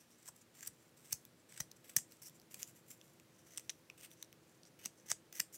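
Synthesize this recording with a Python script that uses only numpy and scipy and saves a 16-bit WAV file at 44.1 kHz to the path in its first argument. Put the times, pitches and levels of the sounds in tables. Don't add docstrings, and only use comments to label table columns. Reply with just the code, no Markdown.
import sys
import numpy as np
from scipy import signal
from scipy.fft import rfft, irfft
from scipy.io import wavfile

SR = 44100
rng = np.random.default_rng(int(sys.argv[2]) if len(sys.argv) > 2 else 0)


def to_wav(sig):
    pcm = np.clip(np.atleast_2d(sig), -1, 1) * 32767
    pcm = np.round(pcm).astype(np.int16)
    wavfile.write(sys.argv[1], SR, pcm.T)


N = 245637

# bite_s, release_s, level_db, swell_db, upper_blade_hz, wood_hz, blade_hz, body_db, fizz_db
CUTS = [(0.173, 0.272, -74.5, 17.5, 13000, 1420, 7700, -8.5, -6.5),
        (0.538, 0.68, -66.5, 9, 13700, 1757, 7360, -5.5, -5.5),
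        (0.965, 1.132, -71, 15.5, 13400, 1790, 8020, -5, -4.5),
        (1.487, 1.603, -66.5, 5, 12400, 1870, 7970, -4, -7),
        (1.84, 1.96, -68, -12, 12600, 2070, 7910, -3, -2),
        (2.216, 2.271, -61, 9.5, 11970, 2060, 5510, -13.5, -4),
        (2.502, 2.625, -68.5, 17.5, 12400, 2390, 7130, -4.5, -0.5),
        (3.463, 3.587, -69, 3, 12100, 2000, 6130, -6, -6),
        (3.974, 4.058, -68, 10, 14600, 2750, 8450, -3, -4),
        (4.787, 4.862, -68.5, 6.5, 12000, 2670, 6350, -0.5, -3),
        (5.057, 5.126, -64.5, 13, 14400, 1880, 6170, -7, -7),
        (5.331, 5.4, -59, -3, 12400, 1980, 6100, -5.5, -1.5),
        (5.522, 5.558, -63.5, 7.5, 10500, 2200, 6870, -13.5, -1)]
def cutting(click, trim_db=1.5, bite_s=0.0053, swell_s=0.025, release_s=0.011):
    t, force = np.arange(N) / SR, np.zeros(N)
    for start, end, db, swell_db, *_ in CUTS:
        bite = np.clip((t - start) / bite_s, 0, 1)
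        swell = gain_of(swell_db * np.exp(-abs(t - end) / swell_s))
        release = np.exp(-np.maximum(t - end, 0) / release_s)
        force += gain_of(db + trim_db) * bite * swell * release
    colour = curves([(s, *cut[4:]) for cut in CUTS for s in cut[:2]])
    return rasp(click, force, *colour, fibres_per_s=1600, spread_db=1.0, judder_db=2.0, slip_db=2.5)


# centre_hz, width_hz, gain_db
RUB_RESONANCES = [(2055, 250, -6.5), (2960, 490, -10), (5830, 300, -11.5), (7420, 255, -4.5),
                  (8740, 190, -4)]
def rasp(click, force, upper_hz, wood_hz, blade_hz, body_db, fizz_db,
         fibres_per_s, spread_db, judder_db, slip_db):
    density = np.maximum(force / gain_of(-67), 1) ** 0.9
    sizes = gain_of(spread_db * np.minimum(rng.exponential(1, N), 4))
    sizes = sizes * rng.choice([-1, 1], N) / np.sqrt(density)
    breaks = rng.random(N) < fibres_per_s * density / SR
    stick_slip = gain_of(judder_db * wander(rate_hz=650) + slip_db * wander(rate_hz=140))
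    wood = signal.oaconvolve(sizes * breaks * stick_slip, click)[:N]
    wood = wood + sum(gain_of(db) * resonate(wood, hz, width) for hz, width, db in RUB_RESONANCES)
    knock, body, crack, fizz = split_bands(wood)
    body = emphasise(body, wood_hz, width_hz=600, share=0.28)
    crack = emphasise(crack, blade_hz, width_hz=520, share=0.52)
    fizz = emphasise(fizz, upper_hz, width_hz=900, share=0.35)
    return force * (crack + gain_of(body_db) * (body + gain_of(-14.5) * knock) + gain_of(fizz_db) * fizz)


# frequency_hz, gain_db
WOOD_SPECTRUM = [(300, -11.5), (700, -15.5), (1000, -19), (1400, -11), (2050, -9.5), (2900, -9.5),
                 (4300, -12.5), (5100, -5.5), (5950, 1), (6700, -2), (8400, -1), (10000, -9), (12500, -5.5),
                 (15500, -7)]
def fibre_click(size=1024):
    log_gain = np.log(gain_of(spectrum_at(WOOD_SPECTRUM, abs(np.fft.fftfreq(size, 1 / SR)))))
    minimum_phase = np.exp(np.conj(signal.hilbert(log_gain)))
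    return np.fft.ifft(minimum_phase).real[:size // 2]


# centre_s, length_ms, level_db, knock_db, body_db, fizz_db, wood_hz, blade_hz, ring_db
SHAVING_SNAPS = [(0.288, 8.8, -50, -9, -16, -8, 1520, 8100, -2.5),
                 (0.6757, 5.8, -40.5, -32, -23, -4, 1510, 9000, -3.5),
                 (1.1267, 3.4, -39, -17.5, -13, 2, 3720, 6170, -4),
                 (1.1289, 2.74, -29.5, -34, -19, -6, 2520, 5250, 0.5),
                 (1.6043, 4.4, -37.5, -15, -8.5, -6.5, 1920, 5800, 2.5),
                 (1.607, 3.2, -37.5, -22, -11.5, -8.5, 3940, 6800, -8),
                 (1.9654, 0.76, -23, -25, -9, 3, 1730, 8870, -4),
                 (1.9672, 0.86, -19, -26.5, -18, -17, 1800, 6100, -2),
                 (1.97, 4.5, -33, -26.5, -18.5, -8, 3260, 7350, 5),
                 (1.986, 1.6, -37, -20, -11, -10.5, 1850, 7660, 0),
                 (2.6303, 0.62, -30.5, -43, -12, -7, 2720, 7150, -1.5),
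                 (3.5754, 0.58, -30.5, -51, -10, -10, 3420, 9300, -2),
                 (3.5806, 2.2, -39.5, -23, -9.5, -11, 2640, 6500, -5),
                 (4.0489, 7.3, -56.5, -35, -2, -3, 3030, 8700, 1),
                 (4.8587, 2.9, -35, -21, -12, -9, 2740, 6460, -2),
                 (5.1047, 9.7, -42, -24, -9, -6, 1870, 6000, -7),
                 (5.1163, 1.83, -25.5, -15, -12.5, -25, 2100, 6330, -3.5),
                 (5.3994, 3.4, -35, -21, -5, -2.5, 2030, 8300, 2.5),
                 (5.4021, 1.6, -25.5, -29, -7.5, -7, 1840, 5330, -4.5)]
def snaps(click, rows, spread_db=2.0, skirt=0.39, wood_width_hz=280, blade_width_hz=600,
          wood_share=1.6, blade_share=1.0, size=2048):
    direct, undamped = np.zeros(N), np.zeros(N)
    t = (np.arange(size) - size // 4) / SR
    for s, ms, db, knock_db, body_db, fizz_db, wood_hz, blade_hz, ring_db in rows:
        length_s = ms / 1000
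        core = np.exp(-(t / (0.55 * length_s)) ** 4)
        flanks = np.exp(-abs(t) / length_s) * np.where(t < 0, 1, 0.5)
        impulses = rng.standard_normal(size) * gain_of(spread_db * rng.standard_normal(size))
        burst = signal.fftconvolve((core + skirt * flanks) * impulses, click)[:size]
        knock, body, crack, fizz = split_bands(burst)
        knock = emphasise(knock, hz=970, width_hz=300, share=3.2)
        body = emphasise(body, wood_hz, wood_width_hz, wood_share)
        crack = emphasise(crack, blade_hz, blade_width_hz, blade_share)
        colour = crack + gain_of(knock_db) * knock + gain_of(body_db) * body + gain_of(fizz_db) * fizz
        snap = gain_of(db) * np.sqrt(length_s * SR / size) * colour
        add(direct, s + t[0], snap)
        add(undamped, s + t[0], gain_of(ring_db) * snap)
    return direct, undamped


# centre_s, length_ms, level_db
FIBRE_CRACKS = [(0.2594, 0.9, -54), (0.2794, 4.9, -51), (0.6085, 0.92, -48), (0.6293, 2.1, -45.5),
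                (0.6337, 0.5, -42), (0.662, 1, -47), (1.1097, 1.6, -53.5), (1.524, 4.3, -58),
                (1.5774, 4.2, -49.5), (1.8973, 5.6, -54.5), (2.223, 3.9, -56), (2.5441, 2.9, -45.5),
                (3.5965, 1.1, -46.5), (3.983, 2.4, -63), (4.032, 4.6, -62), (4.853, 0.49, -42),
                (5.088, 3, -50.5), (5.1125, 2.4, -40.5), (5.3277, 3.3, -50.5), (5.3547, 3, -52),
                (5.3704, 2.2, -52), (5.3754, 1.4, -55), (5.3853, 1.7, -51)]
def fibre_cracks(click, knock_db=-21, ring_db=2):
    rows = []
    for s, ms, db in FIBRE_CRACKS:
        nearest_cut = min(CUTS, key=lambda cut: abs((cut[0] + cut[1]) / 2 - s))
        *_, wood_hz, blade_hz, body_db, fizz_db = nearest_cut
        rows.append((s, ms, db, knock_db, body_db - 1, fizz_db - 1, wood_hz, blade_hz, ring_db))
    return snaps(click, rows, skirt=0.12, wood_share=0.47, blade_share=0.57)


# centre_s, length_ms, level_db, body_db, fizz_db, wood_hz
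BLADE_TICKS = [(1.2518, 1.3, -56, -4.5, 5.5, 3510), (1.7155, 2.6, -52, -4.5, -5.5, 4070),
               (2.122, 3.7, -62, -1, 2.5, 4130), (2.2968, 0.52, -57, -2.5, 5, 3530),
               (2.399, 1.3, -63, 0.5, 2, 4250), (2.4164, 0.33, -55.5, -6, -3, 4300),
               (3.014, 1.7, -58, 2, -12, 3550), (3.199, 0.81, -56, -2.5, -5, 2560),
               (3.6952, 0.76, -32, -4, -28, 3220), (3.6994, 1.3, -36.5, -6, -24, 3250),
               (3.703, 0.33, -37.5, -6, -3.5, 1870), (3.9001, 1.5, -53.5, 9, -10, 2420),
               (4.115, 0.8, -56.5, 2, 1, 3550), (4.2274, 2.6, -44, -4, -4.5, 3960),
               (4.2463, 1.3, -57, -23, -12, 4200), (4.3283, 0.88, -54.5, -0.5, -0.5, 2700),
               (4.6336, 1.14, -55.5, -3, -30, 4360), (4.653, 1.4, -60, -1, -24, 4370)]
def blade_ticks(click, blade_hz=5900, ring_db=-5):
    rows = [(s, ms, db, body_db - 20, body_db, fizz_db, wood_hz, blade_hz, ring_db)
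            for s, ms, db, body_db, fizz_db, wood_hz in BLADE_TICKS]
    return snaps(click, rows, spread_db=7, skirt=0.1, wood_width_hz=450, blade_width_hz=650,
                 wood_share=3.4)


# centre_s, length_s, level_db, blade_hz, fizz_db
SLIDES = [(0.003, 0.072, -64, 5640, -5), (0.128, 0.054, -63.5, 5600, -8), (0.37, 0.053, -65.5, 7900, -5),
          (0.419, 0.019, -65.5, 7000, -8), (0.807, 0.18, -76, 7250, -5), (1.213, .12, -75.5, 7900, 0),
          (1.388, 0.041, -72, 7650, -13), (1.769, 0.011, -63.5, 7900, -5), (2.124, 0.11, -65.5, 7700, -4),
          (2.359, 0.047, -66.5, 7140, -7), (2.687, 0.065, -62.5, 7120, -3),
          (2.772, 0.044, -65.5, 7400, -1.5), (2.912, 0.057, -57, 7260, -0.5),
          (3.055, 0.11, -71.5, 7200, -2.5), (3.217, 0.18, -85, 6900, -2), (3.41, 0.16, -72.5, 5850, -8),
          (3.688, 0.21, -75, 5860, -3), (4.123, 0.039, -62, 6100, -2), (4.212, 0.064, -66, 6100, -14),
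          (4.515, 0.12, -74, 7140, -7), (4.673, 0.031, -66.5, 5700, -12), (4.996, 0.066, -68, 6070, -10)]
def sliding(click, trim_db=-3.5, handling_db=-87):
    t = np.arange(N) / SR
    force = np.full(N, gain_of(handling_db))
    for s, length_s, db, *_ in SLIDES:
        force += gain_of(db + trim_db) * np.exp(-(2 * (t - s) / length_s) ** 2)
    blade_hz, fizz_db = curves([(s, *colour) for s, _, _, *colour in SLIDES])
    return rasp(click, force, upper_hz=11300, wood_hz=2290, blade_hz=blade_hz, body_db=-9.5,
                fizz_db=fizz_db, fibres_per_s=2600, spread_db=-0.5, judder_db=1.9, slip_db=3.0)


# start_s, level_db, pitch_hz
THUDS = [(0.292, -65, 120), (0.681, -59, 118), (1.13, -49.5, 123), (1.604, -44, 139), (1.968, -43, 148),
         (4.858, -54, 222), (5.116, -55, 156), (5.401, -52.5, 197)]
def thuds(rise_s=0.0028):
    out, t = np.zeros(N), np.arange(SR // 10) / SR
    envelope = t / rise_s * np.exp(1 - t / rise_s)
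    for s, db, hz in THUDS:
        add(out, s, -gain_of(db) * envelope * np.sin(2 * np.pi * hz * t))
    return out


# pitch_hz, relative_db, t60_s
MODES = [(5500, -8, 0.059), (5670, -22, 0.089), (5870, -13.5, .12), (6450, -22, 0.076), (7400, -19, 0.196),
         (7870, -7.5, 0.058), (8020, -12, 0.097), (9390, 20.5, 0.043), (11100, -12, 0.16),
         (12400, -7.5, 0.078), (14200, 11, .11), (13900, -21, .1)]
def ringing(excitation, level_db=-29, build_s=0.0049):
    t = np.arange(SR // 4) / SR
    modes = sum(gain_of(db) * decay(t, t60_s) * np.sin(2 * np.pi * (hz * t + rng.random()))
                for hz, db, t60_s in MODES)
    modes = modes * (1 - np.exp(-t / build_s))
    return gain_of(level_db) * signal.oaconvolve(excitation, modes / np.linalg.norm(modes))[:N]


# delay_s, relative_gain
REFLECTIONS = [(.0031, 0.11), (.0056, .07), (.0069, .05), (0.011, 0.082), (.0122, .04), (.0205, 0.03)]
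# frequency_hz, relative_db
TAIL_SPECTRUM = [(300, 2), (700, 1), (1500, -5.5), (3700, 4.5), (5000, 3), (6000, -4), (7400, 4), (8800, 1),
                 (10500, 4), (12500, -1.5), (15500, -4.5)]
# frequency_hz, t60_s
ROOM_T60 = [(300, 0.22), (1300, 0.15), (3500, 0.13), (7500, 0.17), (14000, 0.14)]
def room(source, tail_db=-15, reflection_db=1.5, build_s=0.004):
    hz, t, noise = signal.stft(rng.standard_normal(SR // 2), SR, nperseg=256)
    colour = gain_of(spectrum_at(TAIL_SPECTRUM, hz))[:, None]
    envelope = decay(t, spectrum_at(ROOM_T60, hz)[:, None]) * (1 - np.exp(-t / build_s))
    tail = signal.istft(noise * colour * envelope, SR)[1]
    response = gain_of(tail_db) * tail / np.linalg.norm(tail)
    for delay_s, gain in REFLECTIONS:
        add(response, delay_s, np.array([gain * gain_of(reflection_db)]))
    return signal.oaconvolve(source, response)[:N]


# frequency_hz, relative_db
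AIR_SPECTRUM = [(25, -34), (45, -7), (70, -13), (110, -1), (160, 1), (230, -4.5), (340, -4), (520, -7),
                (800, -13.5), (1600, -16), (3000, -19.5), (4600, -21), (6200, -22.5), (10000, -25.5),
                (16000, -28.5)]
# pitch_hz, start_level_db, end_level_db
HUM_PARTIALS = [(122, -80, -92.5), (241.7, -75, -95.5), (328, -79.5, -76.5), (516, -85.5, -81.5)]
# time_s, gain_db
LOW_SWELL = [(0, -5.5), (.6, -2.5), (1.5, -1), (2.3, -0.3), (5.57, -0.5)]
def background(air_db=-67.39, split_hz=800, waver_rad=0.94, waver_hz=16):
    hz, t = np.fft.rfftfreq(N, 1 / SR), np.arange(N) / SR
    spectrum = rfft(rng.standard_normal(N)) * gain_of(spectrum_at(AIR_SPECTRUM, hz))
    air = gain_of(air_db) * unit_rms(irfft(spectrum, N))
    low = irfft(rfft(air) / (1 + (hz / split_hz) ** 2), N)
    hiss = air - low
    hum = np.zeros(N)
    for pitch_hz, start_db, end_db in HUM_PARTIALS:
        phase = 2 * np.pi * pitch_hz * t + waver_rad * wander(waver_hz)
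        hum += gain_of(np.linspace(start_db, end_db, N)) * unit_rms(np.sin(phase))
    swell_db, = curves(LOW_SWELL)
    return gain_of(swell_db) * (low + hum) + hiss


# low_hz, high_hz
BAND_EDGES = [(500, 1300), (1500, 4500), (4500, 10000), (10000, 16000)]
def split_bands(x):
    filters = [signal.butter(3, edges, "band", fs=SR, output="sos") for edges in BAND_EDGES]
    return [unit_rms(signal.sosfilt(sos, x)) for sos in filters]


def resonate(x, hz, width_hz):
    carrier = np.exp(2j * np.pi * np.cumsum(hz * np.ones(len(x))) / SR)
    pole = np.exp(-np.pi * width_hz / SR)
    return 2 * (carrier * signal.lfilter([1 - pole], [1, -pole], x / carrier)).real


def emphasise(x, hz, width_hz, share):
    return unit_rms(x + share * unit_rms(resonate(x, hz, width_hz)))


def wander(rate_hz):
    knots = np.arange(N) * rate_hz / SR
    return unit_rms(np.interp(knots, np.arange(N), rng.standard_normal(N)))


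def decay(t, t60_s):
    return np.exp(-np.log(1000) * t / t60_s)


def gain_of(db):
    return 10 ** (np.asarray(db) / 20)


def unit_rms(x):
    return x / np.sqrt(np.mean(x ** 2) + 1e-20)


def spectrum_at(points, hz):
    points_hz, values = np.transpose(points)
    return np.interp(np.log(hz + 1), np.log(points_hz + 1), values)


def curves(rows):
    times_s, *columns = np.transpose(rows)
    return [np.interp(np.arange(N) / SR, times_s, column) for column in columns]


def add(mix, start_s, sound):
    part = mix[max(0, round(start_s * SR)):][:len(sound)]
    part += sound[:len(part)]


def scene():
    click = fibre_click()
    cracks, undamped = np.sum([snaps(click, SHAVING_SNAPS), fibre_cracks(click), blade_ticks(click)], 0)
    friction = cutting(click) + sliding(click)
    ring = ringing(undamped + friction)
    reverberation = room(undamped + friction + ring)
    return (cracks + friction + ring + reverberation + thuds() + background())[None]


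def record(dry, bass_cut_hz=60, band_limit_hz=15850):
    thin = signal.sosfilt(signal.butter(7, bass_cut_hz, "high", fs=SR, output="sos"), dry)
    low_pass = signal.firwin(201, band_limit_hz, window=("kaiser", 8), fs=SR)
    return signal.oaconvolve(thin, low_pass[None], "same")


dry = scene()
out = record(dry)
to_wav(out)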